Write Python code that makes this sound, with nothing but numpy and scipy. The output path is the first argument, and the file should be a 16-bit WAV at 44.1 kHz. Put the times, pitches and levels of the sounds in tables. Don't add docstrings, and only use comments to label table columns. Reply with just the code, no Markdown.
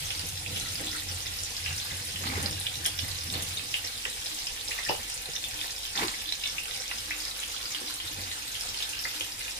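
import sys
import numpy as np
from scipy import signal
from scipy.fft import rfft, irfft, next_fast_len
from scipy.io import wavfile
from scipy.ndimage import uniform_filter1d, map_coordinates

SR = 44100
rng = np.random.default_rng(int(sys.argv[2]) if len(sys.argv) > 2 else 0)


def natural_amplitude(level_db):
    exponent = np.asarray(level_db, float) / 20
    return 10 ** exponent


def unload_audio(sound):
    columns = np.transpose(np.atleast_2d(sound))
    steps = np.round(np.clip(columns, -1, 1) * 32767)
    wavfile.write(sys.argv[1], SR, steps.astype(np.int16))


N = 422919
TIME = np.arange(N) / SR


def unit(x):
    return x / np.sqrt(np.mean(x ** 2) + 1e-20)


def along(points, hz):
    f, v = np.transpose(points)
    return np.interp(np.log(hz + 1), np.log(f + 1), v)


def level_curve(rows):
    s, db = np.transpose(rows)
    return np.interp(TIME, s, db, -120, -120)


def wobble(rate):
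    knots = rng.standard_normal(int(N * rate / SR) + 4)
    return map_coordinates(knots, [TIME * rate])


def swells(s, db, rise, fall, hold=0):
    late = TIME - np.reshape(s, (-1, 1))
    climb = np.minimum(rise * late, 0)
    sink = fall * np.maximum(late - hold, 0)
    return np.max(np.reshape(db, (-1, 1)) + climb - sink, axis=0)


def filtered(x, response):
    length = x.shape[-1]
    m = next_fast_len(length + SR // 4)
    spectrum = rfft(x, m) * response(np.fft.rfftfreq(m, 1 / SR))
    return irfft(spectrum, m)[..., :length]


def modes(table):
    def response(f):
        total = 0
        for k, (center, width, db) in enumerate(table):
            total = total + (-1) ** k * natural_amplitude(db) * 1j * f * width / (center ** 2 - f ** 2 + 1j * f * width)
        return total
    return response


# (frequency [Hz], likeness [0-1])
PORT_LIKENESS = [(60, 0.97), (250, 0.92), (600, 0.4), (1500, 0.64), (5000, 0.15), (12000, 0.069)]


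def rush(response, patchy_db):
    z = signal.stft(rng.standard_normal((2, N)), nperseg=512)[2]
    field = uniform_filter1d(rng.standard_normal(z.shape[1:]), size=8, axis=0)
    field = unit(uniform_filter1d(field, size=5, axis=1))
    pair = signal.istft(z * natural_amplitude(patchy_db * field), nperseg=512)[1][:, :N]

    def mid_side(hz):
        turn = np.arccos(np.clip(along(PORT_LIKENESS, hz), 0, 1)) / 2
        return response(hz) * np.array([np.cos(turn), np.sin(turn)])

    mid, side = filtered(pair, mid_side)
    return unit(np.array([mid + side, mid - side]))


def bubbles(s, db, hz, cycles, pan_db, rise, spread, size):
    life = (np.clip(cycles, 1, 40) / hz)[:, None]
    shift = spread * rng.uniform(-1.3, 1, len(s))
    out = np.zeros((2, N))
    for port, sign in enumerate((1, -1)):
        start = np.clip((s + sign * shift) * SR, 0, N)
        t = (np.arange(size) + 1 - start[:, None] % 1) / SR
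        swell = np.exp(-3.5 * t / life) * (1 - np.exp(-2.5 * t / life)) * 5.1
        climb = 1 + rise * np.minimum(t / life, 2)
        tone = np.sin(2 * np.pi * hz[:, None] * t * climb)
        rows = natural_amplitude(db + sign * pan_db / 2)[:, None] * swell * tone
        place = start.astype(int)[:, None] + np.arange(size)
        out[port] = np.bincount(place.ravel(), rows.ravel(), N + size + 1)[:N]
    return out


# (time [s], peak level [dB], pitch [Hz])
BURSTING_BUBBLES = [(0.1045, -25, 3000), (0.4622, -28, 2650), (0.5687, -30, 2770), (0.837, -39, 1880),
                    (0.9308, -35, 2020), (0.9644, -39, 1900), (1.259, -36.5, 1960), (1.6466, -37, 3050),
                    (1.6618, -24, 2720), (1.707, -29, 2720), (1.9092, -35.5, 1960), (2.143, -37, 3170),
                    (2.1592, -28, 2900), (2.2424, -37, 1900), (2.3005, -31, 2270), (2.355, -29.5, 2050),
                    (2.6606, -27, 3010), (2.8626, -30, 2020), (2.9916, -45, 3200), (2.9916, -36, 2740),
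                    (3.0828, -35.5, 1930), (3.3368, -34, 2970), (3.5946, -30, 2540), (3.7414, -23.5, 2770),
                    (3.8417, -38, 1870), (4.0397, -37, 2790), (4.0527, -23, 2870), (4.469, -31, 2860),
                    (4.7117, -30, 2070), (4.7182, -23, 2710), (4.788, -27, 1990), (4.8633, -32, 1860),
                    (4.8882, -25, 2680), (5.3617, -30, 3120), (5.5902, -30, 3150), (5.9537, -31, 1880),
                    (5.9713, -44, 2070), (6.0152, -26, 2140), (6.1396, -33.5, 2040), (6.323, -25, 3220),
                    (6.4372, -25, 2870), (6.568, -39, 2780), (6.5825, -22.5, 2700), (6.7083, -36.5, 1910),
                    (6.9123, -26.5, 2640), (7.0957, -43, 1960), (7.1088, -23.5, 2025), (7.265, -42, 1910),
                    (7.4298, -29, 2780), (7.747, -37, 2780), (8.0013, -26, 3100), (8.3145, -34, 1900),
                    (8.4731, -43, 1930), (8.745, -29, 2970), (8.8048, -28, 2950), (8.9332, -29, 2790),
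                    (9.0523, -24, 1950), (9.209, -21.5, 3110), (9.4093, -36, 2740), (9.4805, -28, 2760),
                    (0.1072, -24.5, 3220), (0.5616, -29, 3240), (0.61, -28, 4050), (0.6995, -34, 4070),
                    (0.838, -29, 4090), (0.8704, -27, 3410), (0.9078, -34, 3570), (1.2052, -38, 3700),
                    (1.268, -25.5, 3500), (1.8008, -28, 3550), (1.917, -28.5, 3520), (2.271, -30, 3780),
                    (2.6672, -19, 3350), (2.756, -29, 3970), (2.8549, -20, 3200), (2.9791, -36, 3450),
                    (2.9921, -22.5, 3340), (3.1557, -28, 3890), (3.339, -25, 4340), (3.3528, -25, 3480),
                    (3.5723, -25, 3780), (3.7419, -27, 3300), (3.7419, -25.5, 3250), (3.8735, -26, 4330),
                    (4.224, -33, 3380), (4.2597, -26.5, 3880), (4.611, -27, 4100), (4.7087, -31, 4070),
                    (4.8324, -30, 3780), (5.257, -28, 4000), (5.3632, -24, 3640), (5.44, -24, 3420),
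                    (5.5912, -34, 3600), (5.6131, -22.5, 3500), (5.68, -28, 3950), (5.8341, -32, 3820),
                    (5.8527, -29, 3240), (5.9758, -20, 3500), (6.0826, -21, 4060), (6.257, -29, 3430),
                    (6.2786, -29, 4120), (6.2904, -23, 3700), (6.323, -19.5, 3920), (6.4155, -34.5, 3680),
                    (6.4408, -24.5, 3750), (6.711, -28, 3680), (6.8194, -34, 3870), (6.984, -34, 3240),
                    (7.3123, -29, 3920), (7.4347, -27, 3280), (7.5642, -27, 3340), (7.7278, -41, 3600),
                    (7.7472, -24, 3220), (7.882, -30, 3880), (8.315, -26, 3930), (8.5535, -26, 3240),
                    (8.805, -36, 3530), (8.8248, -20, 3680), (9.1622, -30, 3850), (9.4092, -33, 3880),
                    (0.0553, -30, 5890), (0.1042, -29, 5400), (0.1775, -30, 5380), (0.1945, -23, 4760),
                 (0.2578, -27, 5600), (0.5611, -32, 5700), (0.599, -25, 5950), (1.0874, -28, 5320),
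                 (1.2047, -29, 4970), (1.274, -33, 5220), (1.3877, -28, 4930), (1.4042, -33, 4960),
                 (1.4596, -29, 5370), (1.5668, -24, 4900), (2.0877, -30, 4860), (2.4598, -19.5, 4800),
                 (2.5287, -26, 5200), (2.7556, -30, 5510), (2.8484, -23, 6200), (2.8614, -17.5, 5300),
                 (2.9891, -19.5, 5420), (3.0869, -30, 5100), (3.3009, -26, 5300), (3.4236, -24, 6960),
                 (4.2647, -24, 4840), (4.3884, -32, 4840), (4.4697, -24.5, 5030), (4.6698, -34, 5390),
                 (4.6833, -23, 5410), (4.8763, -32, 6510), (4.8918, -23.5, 5040), (5.0325, -31, 6260),
                 (5.3353, -28, 5340), (5.3547, -25, 5910), (5.6072, -32, 5130), (5.7633, -29, 5270),
                 (5.8321, -31, 5400), (5.9554, -27, 4550), (5.9599, -23, 5660), (6.0806, -27, 4580),
                 (6.1459, -32, 5400), (6.4747, -23, 5700), (6.4981, -26, 5540), (6.7456, -28, 4800),
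                 (6.775, -35, 5050), (6.8798, -25.5, 5700), (6.977, -30, 5430), (7.203, -27, 5100),
                 (7.2524, -24, 4900), (7.6555, -26, 4770), (7.876, -29, 4800), (8.5964, -30, 5650),
                 (8.6098, -25, 5300), (8.6717, -32, 4860), (8.6896, -26, 5330), (8.8922, -27, 6600),
                 (8.9915, -26, 5350), (9.0264, -33, 5470), (9.0813, -32, 4860), (9.3207, -29, 5300),
                    (4.0545, -29, 1830),
    (7.1154, -27.5, 2530),
    (3.8487, -25, 5500),
    (3.4, -28, 3200),
    (2.6, -22, 9700),
    (6.4577, -23, 3480),
    (6.914, -28, 1880),
    (6.656, -31, 2700),
    (3.7425, -34, 1950),
]


def pops(count=50):
    luck = rng.standard_normal((count, 2))
    stray_s = rng.random(count) * N / SR
    stray = np.transpose([stray_s, -41 + 2 * luck[:, 0], 4400 * np.exp(0.3 * luck[:, 1])])
    s, db, hz = np.vstack([BURSTING_BUBBLES, stray]).T
    draw = rng.random((len(s), 4))
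    pan_db = 13.0 * (draw[:, 1] - 0.5)

    ring_cycles = 5.5 + 6 * draw[:, 0]
    ring = bubbles(s, db, 0.956 * hz, ring_cycles, pan_db, rise=0.066, spread=0.00002, size=600)

    snap_hz = hz * (0.55 + 0.7 * draw[:, 2])
    snap_cycles = 2.5 + 2 * draw[:, 3]
    snap = bubbles(s, db - 4, snap_hz, snap_cycles, pan_db, rise=0.1, spread=0.00002, size=200)

    wait = rng.exponential(1, (len(s), 5))
    bend, bulk = rng.standard_normal((2, len(s), 5))
    froth_s = s[:, None] + 0.015 * wait
    froth_db = db[:, None] - 15.5 + 0.7 * bulk
    froth_hz = hz[:, None] * np.exp(0.087 * bend)
    froth_rows = froth_s, froth_db, froth_hz, 3.9 + 1.8 * bulk, np.repeat(pan_db[:, None], 5, axis=1)
    froth = bubbles(*map(np.ravel, froth_rows), rise=0.043, spread=0.00002, size=300)
    return natural_amplitude(1.5) * (ring + snap + froth)


# (time [s], peak level [dB], pitch [Hz])
FAT_SPITS = [(0.1935, -29, 9690), (0.2668, -26, 11200), (0.2882, -26, 9800), (0.5985, -26, 8680),
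             (0.7447, -30, 10900), (0.8111, -26, 9660), (0.8644, -28, 8730), (0.9632, -27, 8700),
             (1.1233, -32, 9050), (1.1458, -24, 7940), (1.4047, -28, 7540), (1.4356, -21, 7260),
             (1.7644, -27, 8490), (2.0502, -26, 9560), (2.4279, -21, 8500), (2.6224, -31, 9570),
             (2.7556, -31, 7010), (2.8429, -26, 9700), (2.8619, -13.5, 9700), (2.9532, -34, 9470),
             (3.0056, -31, 9170), (3.0824, -27, 10500), (3.242, -31, 11600), (3.3258, -25, 8540),
             (3.4241, -22, 9780), (3.4999, -35, 7350), (3.5478, -33, 9770), (3.7683, -28, 10400),
             (4.1001, -28, 8390), (4.2023, -36, 8390), (4.2492, -28, 8490), (4.3455, -28, 8000),
             (4.4423, -30, 8140), (4.6488, -30, 8650), (4.6563, -32, 8070), (4.7072, -29, 7010),
             (5.0993, -25, 8580), (5.1432, -23.5, 8900), (5.4864, -31, 8070), (5.7199, -31, 8400),
             (6.0038, -32, 7660), (6.0741, -25, 7640), (6.117, -28, 8530), (6.6343, -29, 10600),
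             (6.6563, -31, 8450), (6.8114, -33, 8130), (7.005, -33, 10100), (7.1801, -26, 8980),
             (7.2514, -36, 7110), (7.4006, -26, 8120), (7.8042, -31, 8970), (7.9409, -24, 8750),
             (8.3265, -30, 7120), (8.4467, -46, 7710), (8.6218, -31, 8550), (8.7889, -36, 7640),
             (8.8922, -24, 8500), (9.1985, -31, 8580), (9.3816, -35, 9560), (9.3926, -28, 9330)]


def spits():
    s, db, hz = np.transpose(FAT_SPITS)
    after = 0.005 * rng.exponential(1, (len(s), 2))
    s = np.c_[s, s[:, None] + after].ravel()
    db = (db[:, None] - [0, 7, 9]).ravel()
    hz = (hz[:, None] * [1, 0.85, 1.15]).ravel()
    cycles, pan_db = rng.uniform(2.9, 4.7, len(s)), rng.normal(0, 1.2, len(s))
    return natural_amplitude(6.5) * bubbles(s, db, hz, cycles, pan_db, rise=0.0058, spread=0.00001, size=160)


# (time [s], fizz level [dB])
BOIL = [(0, -39.5), (0.4, -44), (0.8, -39.5), (1.4, -41), (2.03, -41.5), (2.35, -42.5), (2.8, -42.5),
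        (3.3, -41), (4.25, -43.5), (4.86, -39.5), (5.16, -43), (5.5, -40.5), (5.85, -42.5), (7.1, -41.5),
        (7.56, -40), (8.01, -42.5), (8.86, -39), (9.59, -41)]
# (frequency [Hz], level [dB per Hz])
FIZZ_COLOUR = [(500, -8.5), (1000, -10.5), (1500, -2.5), (2100, -4), (3400, -1), (5200, 0.5), (7000, -6),
               (10000, -8), (16000, -13)]


def fizz(surge, count=14000):
    crowd = np.cumsum(natural_amplitude(1.6 * surge + 2.5 * wobble(40)))
    s = np.interp(rng.random(count), crowd / crowd[-1], TIME)
    draw = rng.random((count, 4))
    hz = 900 * 15 ** draw[:, 0]
    size_db = -4 * np.log(draw[:, 1] + 0.01)
    db = along(FIZZ_COLOUR, hz) + 20 * np.log10(hz) + size_db
    cycles, pan_db = 0.5 + 9 * draw[:, 2], 5 * (draw[:, 3] - 0.5)
    grains = bubbles(s, db, hz, cycles, pan_db, rise=0.053, spread=0.00003, size=160)
    return natural_amplitude(level_curve(BOIL) - 1.4) * unit(grains)


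# (frequency [Hz], level [dB per Hz])
FLAME_COLOUR = [(300, -5.5), (1000, -19), (3000, 8.5), (6500, 1.5), (8500, 5), (11000, 1.5), (13000, -6.5),
                (15500, -5.5)]


def hiss(surge):
    flame_db = -44 - 0.3 * TIME
    flutter_db = 0.4 * surge + 0.7 * wobble(5) + 0.9 * wobble(60)
    flame = rush(lambda hz: natural_amplitude(along(FLAME_COLOUR, hz)), patchy_db=2.5)
    steam = rush(lambda hz: natural_amplitude(along(FIZZ_COLOUR, hz)), patchy_db=1.5)
    steam_db = level_curve(BOIL) - 2.5 + 0.52 * surge
    return natural_amplitude(flame_db + 4.5 + flutter_db) * flame + natural_amplitude(steam_db) * steam


# (time [s], boom level [dB], rattle level [dB])
LURCHES = [(0.028, -38.5, -61), (0.249, -50, -42.5), (0.352, -39.5, -55), (0.501, -40, -38.5),
           (0.58, -38, -37), (0.722, -42, -58), (0.82, -56, -37), (1.12, -39, -43.5), (1.31, -43, -46),
           (1.708, -40, -60), (1.783, -47, -58), (1.94, -42, -42), (2.052, -41.5, -64), (2.225, -43, -36.5),
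           (2.311, -36, -35), (2.403, -32.5, -30.5), (2.487, -36.5, -37), (2.6, -41, -56),
           (2.791, -40.5, -42.5), (2.96, -43, -60), (3.039, -38.5, -50), (3.273, -42, -51),
           (3.359, -37.5, -35.5), (3.499, -44, -54), (3.589, -46, -45.5), (3.85, -55, -64),
           (8.186, -49, -42.5)]
# (frequency [Hz], width [Hz], level [dB])
FLOOR_BOARDS = [(88.4, 7.4, 6), (149, 45, -12)]
# (frequency [Hz], level [dB per Hz])
RATTLE_COLOUR = [(76, -39), (130, -4), (246, -3), (420, -8.5), (475, -5), (747, -13), (810, -4), (900, -47),
                 (1170, -45), (1980, -120)]


def drag():
    s, boom_db, rattle_db = np.transpose(LURCHES)
    boom_level = swells(s, boom_db, rise=76, fall=50) - 1.5
    boom = natural_amplitude(boom_level) * rush(modes(FLOOR_BOARDS), patchy_db=-0.9)
    thump_lead_s = 0.0203
    blows = np.bincount(((s - thump_lead_s) * SR).astype(int), natural_amplitude(boom_db + 54), N)
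    thumps = filtered(uniform_filter1d(blows, size=90), modes(FLOOR_BOARDS))
    rattle_level = swells(s, rattle_db, rise=154, fall=92) - 8.5 + 2.2 * wobble(42)
    rattle = rush(lambda hz: natural_amplitude(along(RATTLE_COLOUR, hz)), patchy_db=-0.5)
    return boom + thumps + natural_amplitude(rattle_level) * rattle


# (time [s], peak
# level [dB], pitch [Hz])
JOLTS = [(0.235, -39, 152), (0.781, -46, 283), (0.834, -42, 286), (2.14, -43, 169), (2.254, -35, 223),
         (2.292, -37, 245), (2.319, -36, 250), (2.433, -36, 268), (2.773, -45, 153), (3.284, -41.5, 240),
         (3.319, -44, 177), (7.839, -45, 260), (8.041, -47, 320), (5.964, -41, 810), (5.971, -44, 740),
         (6.04, -31, 870), (5.995, -32, 820), (6.05, -34, 1100), (5.643, -27.5, 1730), (7.814, -43, 327),
         (3.029, -41, 259), (5.286, -39, 450), (2.376, -31, 385), (6.007, -33, 302), (6.021, -32, 439),
         (6.032, -32, 400), (6.045, -29.5, 357), (6.063, -34, 340)]
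# (time [s], hold [s], middle level [dB], high level [dB])
GRIT_SCRAPES = [
    (2.242, 0.24, -51.5, -45.5),
    (3.347, 0.033, -54, -47),
    (5.976, 0.068, -40, -39),
]
# (frequency [Hz], width [Hz], level [dB])
DRAGGED_BODY = [
    [(210, 190, -4.5), (800, 29, 5), (1130, 440, -0.5)],
    [(1800, 2600, 2), (3350, 11000, -7)],
]


def scrapes():
    s, db, hz = np.transpose(JOLTS)
    cycles, pan_db = np.full(len(s), 5.5), np.zeros(len(s))
    out = bubbles(s, db + 0.5, hz, cycles, pan_db, rise=0.02, spread=0, size=2500)
    s, hold, *levels = np.transpose(GRIT_SCRAPES)
    grit = natural_amplitude(2.5 * wobble(150))
    for level_db, body in zip(levels, DRAGGED_BODY):
        scrape_db = swells(s, level_db, rise=660, fall=206, hold=hold[:, None]) + 6.5
        out += grit * natural_amplitude(scrape_db) * rush(modes(body), patchy_db=1.5)
    return out


# (time [s], peak level [dB], decay t60 [s], pitch [Hz], thud level [dB])
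WOOD_KNOCKS = [(3.027, -49, 0.081, 227, 3), (3.84, -37, 0.14, 291, -24), (4.054, -41.5, 0.071, 506, -21),
               (2.861, -38, .06, 495, -17), (4.143, -48, .06, 458, -20), (4.785, -40, 0.065, 767, -24),
               (5.373, -57, .06, 482, -24), (6.653, -50, .06, 851, -25), (7.35, -50, .06, 503, -20),
               (9.052, -42.5, 0.066, 563, -14), (9.201, -44, 0.051, 513, -16), (4.686, -36, 0.05, 498, -26),
               (4.891, -18.5, 0.063, 810, -17), (5.284, -41, 0.063, 452, -4.5),
               (5.638, -40.5, 0.26, 820, -32), (5.945, -52, 0.11, 296, -10), (6.549, -50.5, 0.091, 514, -1),
               (7.811, -34, 0.035, 235, -30), (8.799, -47, 0.089, 743, -10)]
# (frequency [Hz], width [Hz], level [dB])
WOOD_MODES = [(245, 82, -1.5), (400, 56, 3.5), (503, 62, 4), (810, 98, 3), (1300, 500, -10.5),
              (2880, 200, 4), (5200, 300, -19)]


def knocks():
    out = np.zeros(N + SR)
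    t = np.arange(SR // 4) / SR
    wood = modes(WOOD_MODES)
    for s, db, t60, hz, thud_db in WOOD_KNOCKS:
        blow = 0.13 * rng.standard_normal(len(t)) * natural_amplitude(-60 * t / t60) * (1 - np.exp(-t / 0.0011))
        blow[[0, 165]] = 0.6, 4.5
        force = np.pad(natural_amplitude(db + 21.0) * blow, (0, len(t)))
        favoured = modes([(hz, 0.8 * hz, 0)])
        cabinet = modes([(145, 28, thud_db + 17)])
        knock = filtered(force, lambda f: wood(f) * (0.048 + favoured(f)) + cabinet(f))
        out[round(s * SR):][:len(force)] += knock
    return out[:N] * np.ones((2, 1))


# (frequency [Hz], level [dB per Hz])
ROOM_TONE = [(12, -31), (28, 3.5), (49, -2), (61, -2), (70, -0.5), (105, 3), (166, -21), (235, -7.5),
             (270, -19), (305, -29), (376, -19.5), (506, -1), (613, -14.5), (770, -3), (1300, -15),
             (1690, -41), (2860, -120)]
# (time [s], level [dB])
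MOTOR_DRONE = [
    (0.96, -51),
    (2.4, -43.5),
    (5.98, -61),
    (8.28, -45),
    (9.24, -53.5),
]
# (frequency [Hz], level [dB])
MOTOR_HUM = [(48.4, -58)]


def kitchen():
    air = natural_amplitude(-48.5 - 4.0) * rush(lambda hz: natural_amplitude(along(ROOM_TONE, hz)), patchy_db=3.5)
    s, db = np.transpose(MOTOR_DRONE)
    drone_db = np.maximum(swells(s, db, rise=46, fall=67), -61)
    air += natural_amplitude(drone_db - 2.5) * rush(modes([(306.1, 5.9, 0)]), patchy_db=6.5)
    for hz, db in MOTOR_HUM:
        phase = 2 * np.pi * np.cumsum(hz * (1 + 0.011 * wobble(2.98))) / SR
        air += np.sqrt(2) * natural_amplitude(db + 2.1 * wobble(4)) * np.sin(phase)
    return air


# (frequency [Hz], decay t60 [s])
ROOM_DECAY = [(100, 0.21), (1000, 0.28), (4000, 0.22), (12000, 0.16)]


def room(x):
    wet = np.zeros((2, N + SR))
    for a in range(0, N, SR // 2):
        hz, t, z = signal.stft(rng.standard_normal((2, SR // 3)), SR, nperseg=256)
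        decay = natural_amplitude(-60 * t / along(ROOM_DECAY, hz)[:, None])
        tail = signal.istft(z * decay, SR, nperseg=256)[1]
        tail *= 1 + 0.5 * np.exp(-np.arange(tail.shape[1]) / SR / 0.022)
        part = signal.fftconvolve(x[None, 0, a:a + SR // 2], tail / np.linalg.norm(tail[0]), axes=1)
        wet[:, a + 40:a + 40 + part.shape[1]] += part
    return wet[:, :N]


# (frequency [Hz], phase lead [rad])
LEFT_LEAD = [(0, 0), (780, 0.8), (1120, 2.8), (1550, 3.6), (1980, 6.1), (3010, 8.9), (4220, 14.8),
             (5250, 18.4), (6800, 24.0), (7840, 29.1), (9470, 31.0), (11000, 36.1), (15400, 53.3),
             (16100, 53.4)]
# (frequency [Hz], left minus right [dB])
PORT_BALANCE = [(60, -0.5), (240, -1.5), (950, -0.5), (3770, -2), (15000, 1)]


def scene():
    surge = wobble(11)
    near = pops() + spits() + fizz(surge)
    far = knocks()
    air = near + far + room(natural_amplitude(0.5) * near + natural_amplitude(3.5) * far)
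    air += hiss(surge) + drag() + scrapes() + kitchen()

    def ports(hz):
        gain = np.log(natural_amplitude(along(PORT_BALANCE, hz))) / 2
        half = gain + 0.5j * np.interp(hz, *np.transpose(LEFT_LEAD))
        return np.exp([half, -half])

    return filtered(air, ports)


def top_cut(x):
    return signal.sosfilt(signal.butter(12, 16530, fs=SR, output="sos"), x)


def record(dry):
    limited = filtered(dry, lambda hz: natural_amplitude(-np.maximum(hz - 15300, 0) / 8))
    return top_cut(limited)


dry = scene()
out = record(dry)
unload_audio(out)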